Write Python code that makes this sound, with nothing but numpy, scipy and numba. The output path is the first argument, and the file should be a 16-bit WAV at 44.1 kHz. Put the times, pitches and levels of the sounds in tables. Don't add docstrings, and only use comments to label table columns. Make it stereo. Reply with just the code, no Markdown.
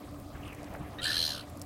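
import sys
import numpy as np
from scipy import signal
from scipy.io import wavfile
from scipy.ndimage import uniform_filter1d
from numba import njit

SR = 44100
rng = np.random.default_rng(int(sys.argv[2]) if len(sys.argv) > 2 else 0)


def generate_wav(sig):
    pcm = np.round(np.clip(np.atleast_2d(sig).T, -1, 1) * 32767).astype(np.int16)
    wavfile.write(sys.argv[1], SR, pcm)


N = 72765
T = np.arange(N) / SR


def from_db(db):
    return 10 ** (np.asarray(db) / 20)


def rms_one(x):
    return x / np.sqrt(np.mean(x ** 2) + 1e-20)


def in_time(rows):
    time_s, *columns = np.transpose(rows)
    return [np.interp(T, time_s, column) for column in columns]


def at_hz(points, hz):
    points_hz, values = np.transpose(points)
    return np.interp(np.log(hz), np.log(points_hz), values)


def drift(rate_hz):
    step = 20
    r = np.exp(-2 * np.pi * rate_hz * step / SR)
    noise = rng.standard_normal(N // step + 2002)
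    slow = signal.lfilter([1], [1, -2 * r, r * r], noise)[2000:]
    return np.interp(np.arange(N) / step, np.arange(len(slow)), rms_one(slow))


def band(x, low_hz, high_hz, order=2):
    sos = signal.butter(order, [low_hz, high_hz], "band", fs=SR, output="sos")
    return signal.sosfilt(sos, x + 1e-18)


def pan(db):
    return from_db(np.array([[db], [-db]]) / 2)


def tone(hz, partials_db):
    phase = 2 * np.pi * np.cumsum(hz) / SR
    partials = [from_db(db) * np.sin((k + 1) * phase) for k, db in enumerate(partials_db)]
    return np.sqrt(2) * sum(partials)


def during(rows):
    return (T > rows[0][0]) & (T < rows[-1][0])


def swell(time_s, half_length_s):
    return np.exp(-((T - time_s) / half_length_s) ** 4 / 2)


def banded_noise(spectrum, patchy_db, flicker_hz):
    # (frequency [Hz], left-right correlation [-1 to 1])
    likeness = [(40, 0.03), (130, 0.14), (300, 0.38), (650, 0.93), (1500, 0.38), (4000, 0.09),
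                (15000, -0.1)]
    # (frequency [Hz], left-right difference [dB])
    balance = [(40, -0.5), (150, 5), (350, 0), (900, 1), (3000, -2), (8000, 2), (15000, 38.5)]
    edges_hz = 20 * 2 ** (np.arange(30) / 3)
    white = rng.standard_normal((2, 2, N))
    out = 0
    for k, (low_hz, high_hz) in enumerate(zip(edges_hz, edges_hz[1:])):
        if high_hz < spectrum[0][0] or low_hz > spectrum[-1][0]:
            continue
        centre_hz = np.sqrt(low_hz * high_hz)
        mid, side = band(white[k % 2], low_hz, high_hz)
        alike = at_hz(likeness, centre_hz)
        stereo = np.sqrt(1 + alike) * mid + np.sqrt(1 - alike) * side * [[1], [-1]]
        level_db = at_hz(spectrum, centre_hz) + patchy_db * drift(flicker_hz)
        out = out + from_db(level_db) * pan(at_hz(balance, centre_hz)) * stereo
    return rms_one(out)


@njit
def resonate(x, hz, width):
    out = np.zeros(len(x))
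    r = np.exp(-np.pi * width)
    for i in range(2, len(x)):
        drive = (1 - r * r) / 2 * (x[i] - x[i - 2])
        out[i] = drive + 2 * r * np.cos(2 * np.pi * hz[i]) * out[i - 1] - r * r * out[i - 2]
    return out


def hum():
    # (frequency [Hz], mean level [dB])
    hum_tones = [(290.5, -54), (583, -64), (722, -64)]
    out = 0
    for hz, db in hum_tones:
        pitch_hz = hz * (1 + .018 * drift(20))
        out = out + from_db(db + 3 * drift(12)) * tone(pitch_hz, [0])
    return out


def wind():
    # (frequency [Hz], relative density [dB])
    wind_spectrum = [(20, -16), (45, -9), (75, 1), (110, -3), (170, -9), (230, -12), (300, -21)]
    return from_db(-46) * banded_noise(wind_spectrum, patchy_db=-0.5, flicker_hz=45)


def puffs():
    # (time [s], level [dB])
    puff_times = [(0.219, -39.5), (0.354, -38), (0.404, -40.5), (0.47, -37.5), (0.714, -38), (0.811, -34.5),
                  (1.034, -37), (1.183, -38), (1.415, -49)]
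    # (low edge [Hz], high edge [Hz])
    puff_band_hz = [49.4, 151]
    half_length_s = 0.014
    envelope = sum(from_db(db) * np.exp(-((T - s) / half_length_s) ** 2) for s, db in puff_times)
    return pan(5.5) * envelope * rms_one(band(rng.standard_normal((2, N)), *puff_band_hz))


def sea():
    # (frequency [Hz], relative density [dB])
    sea_spectrum = [(160, 2.5), (230, 2.5), (330, 5.5), (410, -11), (600, 3.5), (740, -5.5), (880, -12),
                    (1100, -0.5), (1500, -23), (2500, -23.5), (4000, -17.5), (6300, -24.5), (8000, -20),
                    (12000, -37.5), (16000, -40)]
    return from_db(-49.5) * banded_noise(sea_spectrum, patchy_db=2.5, flicker_hz=17.3)


def wash():
    # (frequency [Hz], relative density [dB])
    wash_spectrum = [(400, 10), (700, 10), (1200, 0.5), (2000, 4), (3000, -5), (5000, -40), (12000, -25)]
    # (time [s], level [dB])
    wash_level = [(0, -54), (.29, -62), (.37, -51), (.54, -50), (.66, -52), (.76, -49), (.9, -51),
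                  (1.3, -50), (1.5, -56), (1.65, -56)]
    level_db, = in_time(wash_level)
    return from_db(level_db) * banded_noise(wash_spectrum, patchy_db=3.0, flicker_hz=37)


def laps():
    # (time [s], level [dB], nominal frequency [Hz], half-length [s])
    wavelets = [(0.358, -50.5, 1550, 0.011), (0.747, -44, 740, 0.024), (0.751, -43.5, 1790, 0.0038),
                (0.817, -54, 1130, 0.024)]
    out = 0
    for s, db, hz, half_length_s in wavelets:
        gurgle = rms_one(band(rng.standard_normal(N), hz / 1.53, hz * 1.18))
        out = out + from_db(db) * np.exp(-((T - s) / half_length_s) ** 2) * gurgle
    return out


def drops():
    # (time [s], level [dB], left-right difference [dB], centre [Hz])
    drop_times = [(.1116, -54, 5, 10500), (.2, -49, 7, 11000), (.4793, -46, -1, 5450), (.53, -48, 2, 9900),
                  (.5478, -45, -4, 7650), (.631, -46, 3, 6900), (.643, -46, -7, 5630),
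                  (.7385, -49, 4, 8900), (1.4989, -46, 0, 9800), (1.5725, -46, -8, 8000),
                  (1.596, -48, 10, 8500), (1.6161, -34, -8, 6460), (1.6217, -41, 3, 9500)]
    decay_s, spread = 0.0022, 1.54
    out = 0
    for s, db, side_db, hz in drop_times:
        tick = rms_one(band(rng.standard_normal((2, N)), hz / spread, hz * spread))
        envelope = (T >= s) * np.exp(-np.abs(T - s) / decay_s)
        out = out + pan(side_db) * from_db(db) * envelope * tick
    return out


def spray():
    clicks_per_s, level_db = 700, -66
    clicks = (rng.random((2, N)) < clicks_per_s / SR) * rng.standard_normal((2, N))
    pitches_hz = np.geomspace(3500, 13000, 10)
    dealt = rng.integers(0, len(pitches_hz), N)
    crackle = 0
    for k, hz in enumerate(pitches_hz):
        crackle = crackle + band(clicks * (dealt == k), hz / 1.05, hz * 1.05, order=1)
    return from_db(level_db) * rms_one(crackle)


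def far_bird():
    # (time [s], half-length [s], mid pitch [Hz], level [dB])
    far_notes = [(.436, 0.003, 2970, -49), (.459, .008, 2980, -53), (0.483, .008, 2780, -52),
                 (0.505, 0.0094, 2645, -53), (0.529, 0.0068, 2460, -50), (0.549, 0.0041, 2300, -62),
                 (0.569, 0.0031, 1980, -65)]
    fall, jitter = .04, .1
    out = 0
    for s, half_length_s, hz, db in far_notes:
        pitch_hz = hz * (1 - fall * np.tanh((T - s) / half_length_s) + jitter * drift(400))
        out = out + tone(pitch_hz, [0]) * swell(s, half_length_s) * from_db(db)
    return pan(-2.5) * out


def shore(call):
    bounce_lags_s = [.0027, .0034]
    right_lag_s, bounce_db = .00074, -15
    echo_db, echo_t60_s, echoes_per_s = -11.5, .07, 1500
    direct = np.array([call[0], np.interp(T - right_lag_s, T, call[1])])
    bounce = np.array([np.interp(T - lag_s, T, side) for lag_s, side in zip(bounce_lags_s, direct)])
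    t = T[:SR // 2]
    hits = rng.random((2, len(t))) < echoes_per_s / SR
    echoes = rng.standard_normal((2, len(t))) * hits * from_db(-60 * t / echo_t60_s)
    echoes /= np.linalg.norm(echoes, axis=1, keepdims=True)
    scatter = signal.fftconvolve(call, echoes, axes=1)[:, :N]
    return direct + from_db(bounce_db) * bounce + from_db(echo_db) * scatter


def undertone():
    # (time [s], pitch [Hz], nominal level [dB])
    low_voice = [(.98, 560, -70), (.995, 620, -53), (1.017, 700, -45), (1.048, 720, -46), (1.075, 740, -53),
                 (1.19, 660, -54), (1.25, 705, -66), (1.37, 730, -55), (1.44, 640, -59)]
    low_partials_db = [-3, -3, -18, -18, 1]
    # (time [s], pitch jitter [share])
    hoarseness = [(1.02, .014), (1.1, .05), (1.33, .09)]
    hz, db = in_time(low_voice)
    jitter, = in_time(hoarseness)
    voice = tone(hz * (1 + jitter * drift(250)), low_partials_db)
    return voice * from_db(db + 2 * drift(80)) * during(low_voice)


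def whistle():
    # (time [s], half-length [s], top [Hz], level [dB], second partial [dB], pitch jitter [share])
    whistle_notes = [(.996, .0105, 1920, -39, -5, .012), (1.058, .0042, 1790, -29.5, -16, .035),
                     (1.08, .0055, 1780, -31, -16, .04), (1.104, .0055, 1780, -30.5, -16, .04),
                     (1.124, .006, 1880, -36, -14, .05), (1.146, .005, 1850, -37, -14, .06),
                     (1.17, .006, 1740, -35, -14, .05)]
    arch_depth, shimmer_db = .07, 3
    out = 0
    for s, half_length_s, hz, db, second_db, jitter in whistle_notes:
        arch = np.minimum(((T - s) / half_length_s) ** 2, 2)
        pitch_hz = hz * (1 - arch_depth * arch + jitter * drift(350))
        out = out + tone(pitch_hz, [0, second_db]) * swell(s, half_length_s) * from_db(db)
    return out * from_db(shimmer_db * drift(590))


def burst_clock():
    # (time [s], rate [bursts/s])
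    burst_rate = [(1.03, 80.5), (1.1, 80.1), (1.135, 77.2), (1.17, 84.6), (1.23, 83), (1.27, 76.1),
                  (1.32, 70.6), (1.345, 64.9), (1.41, 67.1)]
    first_burst_s = 1.031
    rate, = in_time(burst_rate)
    turns = np.cumsum(rate) / SR
    turns -= np.interp(first_burst_s, T, turns)
    return (turns - np.round(turns)) / rate


def burst(from_crest_s, half_width_s):
    return 1 / (1 + np.abs(from_crest_s / half_width_s) ** 3)


def croak():
    # (time [s], level [dB], pitch [Hz])
    croak_curve = [(1.03, -40, 1540), (1.12, -31, 1780), (1.2, -40, 1820), (1.29, -39.5, 1780),
                   (1.35, -41, 1555), (1.41, -44, 1360), (1.45, -67, 1360)]
    lead_s, half_width_s, jitter_cycles = .003, .0014, .1
    db, hz = in_time(croak_curve)
    t = burst_clock() + lead_s
    cycles = hz * t + jitter_cycles * drift(440)
    voice = np.sqrt(2) * np.sin(2 * np.pi * cycles)
    return voice * burst(t, half_width_s) * from_db(db) * during(croak_curve)


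def rattle():
    # (time [s], level [dB], burst half-width [s], roughness [0-1])
    rasp_curve = [(1.017, -39.5, 0.0056, 0.8), (1.032, -32, 0.0034, 0.9), (1.044, -28.5, 0.0039, 0.74),
                  (1.1, -32.5, 0.0065, 0.77), (1.135, -31.5, 0.0037, 0.64), (1.17, -29.5, 0.0025, 0.57),
                  (1.255, -31, 0.0038, 0.5), (1.285, -33, 0.0024, 0.7), (1.33, -37, 0.0051, 0),
                  (1.405, -42.5, 0.0029, 0.7), (1.46, -67, 0.0048, 0.9)]
    # (time [s], pitch at the crest [Hz], throat tuning [factor])
    buzz_curve = [(1.04, 1022, 0.98), (1.1, 1007, 1.013), (1.15, 1043, 1.005), (1.24, 1078, 1.0115),
                  (1.3, 989, 1.029), (1.38, 917, 1)]
    # (centre [Hz], width [Hz], level [dB], left-right difference [dB])
    throat = [(3265, 265, 3.5, -8.5), (4030, 330, 1.5, 0.5), (4540, 420, 2, -7), (5360, 990, -7.5, 3.5),
              (5930, 800, -8.5, -0.5), (7620, 730, -11, -2), (8540, 2100, -10.5, 3),
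              (9990, 1270, -10.5, -1), (10700, 970, -9.5, 2), (13700, 610, -38, 3)]
    # (frequency [Hz], exponent)
    tuning_reach = [(4500, 1.4), (6500, 7.4)]
    # (low edge [Hz], high edge [Hz])
    rasp_band_hz = [2320, 13900]
    rise_per_s, jitter_cycles, wander = 26, .03, .045
    notch_hz, notch_width_hz, notch_depth = 6860, 1400, 0.62

    level_db, half_width_s, rough = in_time(rasp_curve)
    pitch_hz, tuning = in_time(buzz_curve)
    t = burst_clock()

    def ring(x, hz, width_hz):
        return resonate(x, hz * tuning ** at_hz(tuning_reach, hz) / SR, width_hz / SR)

    cycles = pitch_hz * (1 + wander * drift(29.3)) * (t + rise_per_s * t ** 2 / 2)
    cycles = cycles + jitter_cycles * drift(460)
    buzz = rms_one(sum(np.cos(2 * np.pi * k * cycles) for k in range(2, 16)))
    mix = np.sqrt(1 - rough) * buzz + np.sqrt(rough) * rng.standard_normal(N)
    source = band(mix, *rasp_band_hz, order=3) * burst(t, half_width_s)
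    source = source - notch_depth * ring(source, notch_hz, notch_width_hz)
    voice = 0
    for k, (hz, width_hz, db, side_db) in enumerate(throat):
        voice = voice + (-1) ** k * from_db(db) * pan(side_db) * ring(source, hz, width_hz)
    window = SR // 80
    power = uniform_filter1d(np.mean(voice ** 2, axis=0), size=window)
    steady = np.sqrt(uniform_filter1d(power, size=window))
    return voice / steady * from_db(level_db) * during(rasp_curve)


def strokes():
    # (time [s], nominal level [dB], pitch at the crest [Hz], half-width [s])
    stroke_curve = [(1.018, -48, 4150, .002), (1.044, -25, 4130, .0015), (1.118, -25, 4060, .0015),
                    (1.146, -26.5, 4150, .0016), (1.17, -19.5, 4290, .0019), (1.205, -19.5, 4330, .0018),
                    (1.266, -21.5, 4350, .0019), (1.28, -28, 4270, .0018), (1.32, -28.5, 4330, .0024),
                    (1.39, -45, 4400, .0026), (1.44, -62, 4400, .003)]
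    stroke_partials_db = [-4, -22.5, -26]
    rise_hz_per_s, bend_s = 170000, .004
    wander, jitter_cycles = .012, .035
    db, hz, half_width_s = in_time(stroke_curve)
    t = burst_clock()
    rise_cycles = rise_hz_per_s * bend_s ** 2 * np.log(np.cosh(t / bend_s))
    cycles = hz * (1 + wander * drift(60)) * t + rise_cycles + jitter_cycles * drift(500)
    chirp = 0
    for k, partial_db in enumerate(stroke_partials_db):
        chirp = chirp + from_db(partial_db) * np.sin(2 * np.pi * (k + 1) * cycles)
    envelope = burst(t, half_width_s) * from_db(db + drift(76)) * during(stroke_curve)
    return pan(-2.5) * np.sqrt(2) * chirp * envelope


def tern():
    throaty = pan(-1.5) * (undertone() + whistle() + croak())
    return shore(throaty + rattle() + strokes())


def scene():
    air = hum() + wind() + puffs()
    water = sea() + wash() + laps() + drops() + spray()
    return air + water + far_bird() + tern()


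def record(dry):
    cutoff_hz = 15900
    return signal.sosfilt(signal.ellip(10, .1, 90, cutoff_hz, fs=SR, output="sos"), dry)


dry = scene()
out = record(dry)
generate_wav(out)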